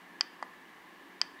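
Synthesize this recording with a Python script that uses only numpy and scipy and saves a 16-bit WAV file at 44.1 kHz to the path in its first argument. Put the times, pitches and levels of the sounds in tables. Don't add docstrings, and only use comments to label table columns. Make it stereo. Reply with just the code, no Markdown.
import sys
import numpy as np
from scipy import signal
from scipy.fft import rfft, irfft
from scipy.io import wavfile

SR = 44100
rng = np.random.default_rng(int(sys.argv[2]) if len(sys.argv) > 2 else 0)


def volts_from_db(level):
    exponent = np.asarray(level, float) / 20
    return 10 ** exponent


def master(y):
    cut = np.clip(np.atleast_2d(y).T, -1, 1)
    pcm = np.round(cut * 32767)
    wavfile.write(sys.argv[1], SR, pcm.astype(np.int16))


N = 61739

# [f/Hz, density/dB]
AIR_SPECTRUM = [(30, -17), (110, -12.5), (400, -3), (1400, -5), (3500, -9.5), (6000, -18), (9000, -21),
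                (16000, -21)]
AIR_DB = -58.9
AIR_LIKENESS, ALIKE_BELOW_HZ, ALIKE_ABOVE_HZ = .7, 3500, 300

# [f/Hz, width/Hz, level/dB, left over right/dB]
DUCT_RESONANCES = [(182, 30, -70, 1.5), (290, 170, -62.5, -2), (800, 250, -66.5, -6), (1050, 260, -61, -2),
                   (1720, 240, -59, 1.5), (1990, 260, -65.5, 5), (2250, 260, -71, 5), (2850, 450, -72, 9)]
DUCT_LIKENESS, DUCT_FLICKER_DB, DUCT_FLICKER_HZ = .8, 1.12, 8.0

# [t/s, level/dB]
HAND_LEVEL = [
    (0.9, -83),
    (0.958, -65.5),
    (1.03, -60),
    (1.065, -53.5),
    (1.09, -63),
    (1.216, -60),
    (1.284, -65),
    (1.298, -62),
    (1.4, -67),
]
HAND_HZ, HAND_WIDTH_HZ, HAND_FADE_S = (275, 365), 90, .05

SCATTER_DB, SCATTER_T60_S, SCATTER_GAP_S = -24, .03, .002
ROOM_DB, ROOM_T60_S, ROOM_GAP_S, WALL_CUT_HZ = -14.5, .36, .008, 4500
BEAM_HZ, BEAM_WIDTH_HZ, BEAM_KEPT = 5050, 1200, .4
ECHO_TILT = .49

# [t/s, level/dB]
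TICKS = [
    (1.3902, -.05),
]
# [f/Hz, left strength, right strength, t60/s]
TICK_MODES = [(1950, -.007, -.007, .012), (3800, .0025, .0025, .05)]

# [t/s, level/dB]
RELEASES = [
    (.42635, -.05),
]
# [f/Hz, left strength, right strength, t60/s]
TOCK_MODES = [(280, -.009, -.009, .03), (646, .026, .028, .019), (1030, -.15, -.15, .0072),
              (1170, -.004, -.006, .035), (1650, -.0127, -.0129, .03), (1978, .018, .017, .055),
              (2890, -.025, -.035, .002), (3160, -.0015, -.0015, .03), (4760, -.024, -.011, .008),
              (6500, .005, .003, .005), (7550, -.004, -.002, .006)]
# [delay/s, left share, right share]
TOCK_ECHOES = [(.00303, -.3, -.31), (.00411, .073, .06), (.00617, .045, .067)]

# [t/s, level/dB]
CRACKLES = [
    (.2094, -40),
    (.4267, -48),
    (1.2150, -40),
]
CRACKLE_T60_S, CRACKLE_BAND_HZ = .013, [5800, 11000]

# [t/s, level/dB]
PRESSES = [
    (.209085, .6),
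    (1.21469, .4),
]
# [f/Hz, left strength, right strength, t60/s]
CASE_MODES = [(970, .371, .347, .00458), (1150, .0135, .0161, .023), (1480, -.037, -.041, .02),
              (1750, -.105, -.12, .00935), (2000, .0096, .008, .06), (2460, .958, .689, .0032),
              (3140, -.102, -.094, .0127), (3650, .77, .89, .002)]
# [delay/s, left share, right share]
CASE_ECHOES = [(.00217, -.114, -.143), (.00449, .117, .124), (.00604, -.036, -.046)]
# [f/Hz, left strength, right strength, t60/s]
SNAP_MODES = [(5950, -.04, -.025, .012), (4681, 3.0, 1.47, .00445), (4748, -2.02, -1.22, .0054),
              (5016, -3.0, -1.35, .0039), (6111, -1.07, -.49, .0028), (7660, .64, .17, .0027),
              (9700, .008, .006, .006), (11500, .022, .014, .003), (13200, -.02, -.014, .003)]
# [delay/s, left share, right share]
SNAP_ECHOES = [(.00215, -.1, -.05), (.0037, .02, .08), (.00584, .02, .035), (.0122, .008, .012),
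               (.0143, .012, -.012)]
SNAP_RISE_S, TOCK_RISE_S, TICK_RISE_S = .000865, .00025, .0002
LOW_CUT_HZ = 200

# [t/s, length/s, above f/Hz, loss/dB]
TREBLE_DIPS = [
    (.214, .011, 11500, 25),
    (.2195, .005, 8500, 25),
    (.411, .022, 14000, 20),
    (.42, .015, 12000, 25),
    (1.198, .034, 14000, 20),
    (1.207, .0045, 8000, 22),
    (1.2205, .003, 8500, 22),
    (1.218, .013, 11500, 20),
]
DIP_EDGE_S = .001
TOP_CUT_HZ = 16250


def rms_one(x):
    return x / np.sqrt(np.mean(x ** 2) + 1e-20)


def sides(pan_db):
    return volts_from_db(np.array([[.5], [-.5]]) * pan_db)


def stereo_noise(alike):
    mid, side = rng.standard_normal((2, N))
    alike = np.clip(alike, 0, 1)
    common = np.sqrt(1 + alike) * mid
    opposed = np.sqrt(1 - alike) * side * [[1], [-1]]
    return (common + opposed) * np.sqrt(.5)


def resonance(x, hz, width_hz):
    r = np.exp(-np.pi * width_hz / SR)
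    section = [1, 0, -1, 1, -2 * r * np.cos(2 * np.pi * hz / SR), r * r]
    return rms_one(signal.sosfilt([section, section], x))


def drift(rate_hz):
    r = np.exp(-2 * np.pi * rate_hz / SR)
    wander = signal.lfilter([1], [1, -2 * r, r * r], rng.standard_normal(N + SR))
    return rms_one(wander[SR:])


def air():
    hz = np.maximum(np.arange(N // 2 + 1) * SR / N, 1)
    shared = 1 / (1 + (hz / ALIKE_BELOW_HZ) ** 4) / (1 + (ALIKE_ABOVE_HZ / hz) ** 2)
    alike = rfft(stereo_noise(AIR_LIKENESS)) * np.sqrt(shared)
    unlike = rfft(stereo_noise(0)) * np.sqrt(1 - shared)
    point_hz, point_db = np.transpose(AIR_SPECTRUM)
    colour = volts_from_db(np.interp(np.log(hz), np.log(point_hz), point_db))
    return volts_from_db(AIR_DB) * rms_one(irfft((alike + unlike) * colour, N))


def ventilation():
    hum = np.zeros((2, N))
    for hz, width_hz, db, pan_db in DUCT_RESONANCES:
        gain = volts_from_db(db + DUCT_FLICKER_DB * drift(DUCT_FLICKER_HZ))
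        hum += gain * sides(pan_db) * resonance(stereo_noise(DUCT_LIKENESS), hz, width_hz)
    return hum


def hand():
    s, db = np.transpose(HAND_LEVEL)
    t = np.arange(N) / SR
    gain = volts_from_db(np.interp(t, s, db) - 5) * np.clip((t - s[0]) / HAND_FADE_S, 0, 1)
    return gain * sum(resonance(stereo_noise(.7), hz, HAND_WIDTH_HZ) for hz in HAND_HZ)


def room(x):
    t = np.arange(SR // 2) / SR
    dull = np.exp(-2 * np.pi * WALL_CUT_HZ / SR)
    near_noise, far_noise = rng.standard_normal((2, 2, len(t)))
    near = near_noise * volts_from_db(SCATTER_DB - 60 * t / SCATTER_T60_S) * (t > SCATTER_GAP_S)
    near = near / np.sqrt(SCATTER_T60_S * SR / 14)
    far = rms_one(signal.lfilter([1], [1, -dull], far_noise)) * volts_from_db(ROOM_DB - 60 * t / ROOM_T60_S)
    far = far * np.clip(t / ROOM_GAP_S, 0, 1) / np.sqrt(ROOM_T60_S * SR / 14)
    edges = [BEAM_HZ - BEAM_WIDTH_HZ / 2, BEAM_HZ + BEAM_WIDTH_HZ / 2]
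    source = x[1:]
    beam = signal.sosfilt(signal.butter(1, edges, "band", fs=SR, output="sos"), source)
    off_axis = source - (1 - BEAM_KEPT) * beam
    return signal.fftconvolve(off_axis, near + far, axes=1)[:, :N]


def strikes(events, modes, rise_s, echoes):
    out, span = np.zeros((2, N + SR)), np.arange(SR // 10)
    hz, left, right, t60 = np.array(modes).T[:, :, None]
    reflected = right * (hz / 1000) ** ECHO_TILT
    arrivals = [(0, left, right)]
    arrivals += [(lag, reflected * to_left, reflected * to_right) for lag, to_left, to_right in echoes]
    for s, db in events:
        for lag, *strengths in arrivals:
            start = (s + lag) * SR
            first = int(start)
            t = np.maximum(span + first - start, 0) / SR
            rise = (1 - np.exp(-t / rise_s)) ** 2
            rings = np.sin(2 * np.pi * hz * t) * volts_from_db(db - 60 * t / t60) * rise
            out[:, first:first + len(span)] += (np.array(strengths) * rings).sum(axis=1)
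    return out[:, :N]


def tick():
    return strikes(TICKS, TICK_MODES, TICK_RISE_S, [])


def tock():
    return strikes(RELEASES, TOCK_MODES, TOCK_RISE_S, TOCK_ECHOES)


def crackle():
    t = np.arange(N) / SR
    shape = sum(volts_from_db(db - 60 * np.maximum(t - s, 0) / CRACKLE_T60_S) * (t > s) for s, db in CRACKLES)
    band = signal.butter(2, CRACKLE_BAND_HZ, "band", fs=SR, output="sos")
    return signal.sosfilt(band, shape * stereo_noise(.8))


def snap():
    dome = strikes(PRESSES, SNAP_MODES, SNAP_RISE_S, SNAP_ECHOES)
    case = strikes(PRESSES, CASE_MODES, SNAP_RISE_S, CASE_ECHOES)
    return dome + case


def button():
    x = snap() + tock() + tick() + crackle()
    return signal.sosfiltfilt(signal.butter(2, LOW_CUT_HZ, "high", fs=SR, output="sos"), x)


def scene():
    switch = button()
    return switch + room(switch) + ventilation() + air() + hand()


def dip_treble(x):
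    t = np.arange(N) / SR
    for s, length, hz, loss_db in TREBLE_DIPS:
        shut = np.clip(np.minimum(t - s, s + length - t) / DIP_EDGE_S + .5, 0, 1)
        treble = signal.sosfiltfilt(signal.butter(6, hz, "high", fs=SR, output="sos"), x)
        x = x - (1 - volts_from_db(-loss_db)) * shut * treble
    return x


def top_cut(x):
    return signal.sosfilt(signal.butter(12, 16200, fs=SR, output="sos"), x)


def record(dry):
    low_pass = signal.cheby2(12, 40, TOP_CUT_HZ, fs=SR, output="sos")
    mix = signal.sosfiltfilt(low_pass, dip_treble(dry))
    return top_cut(mix)


dry = scene()
out = record(dry)
master(out)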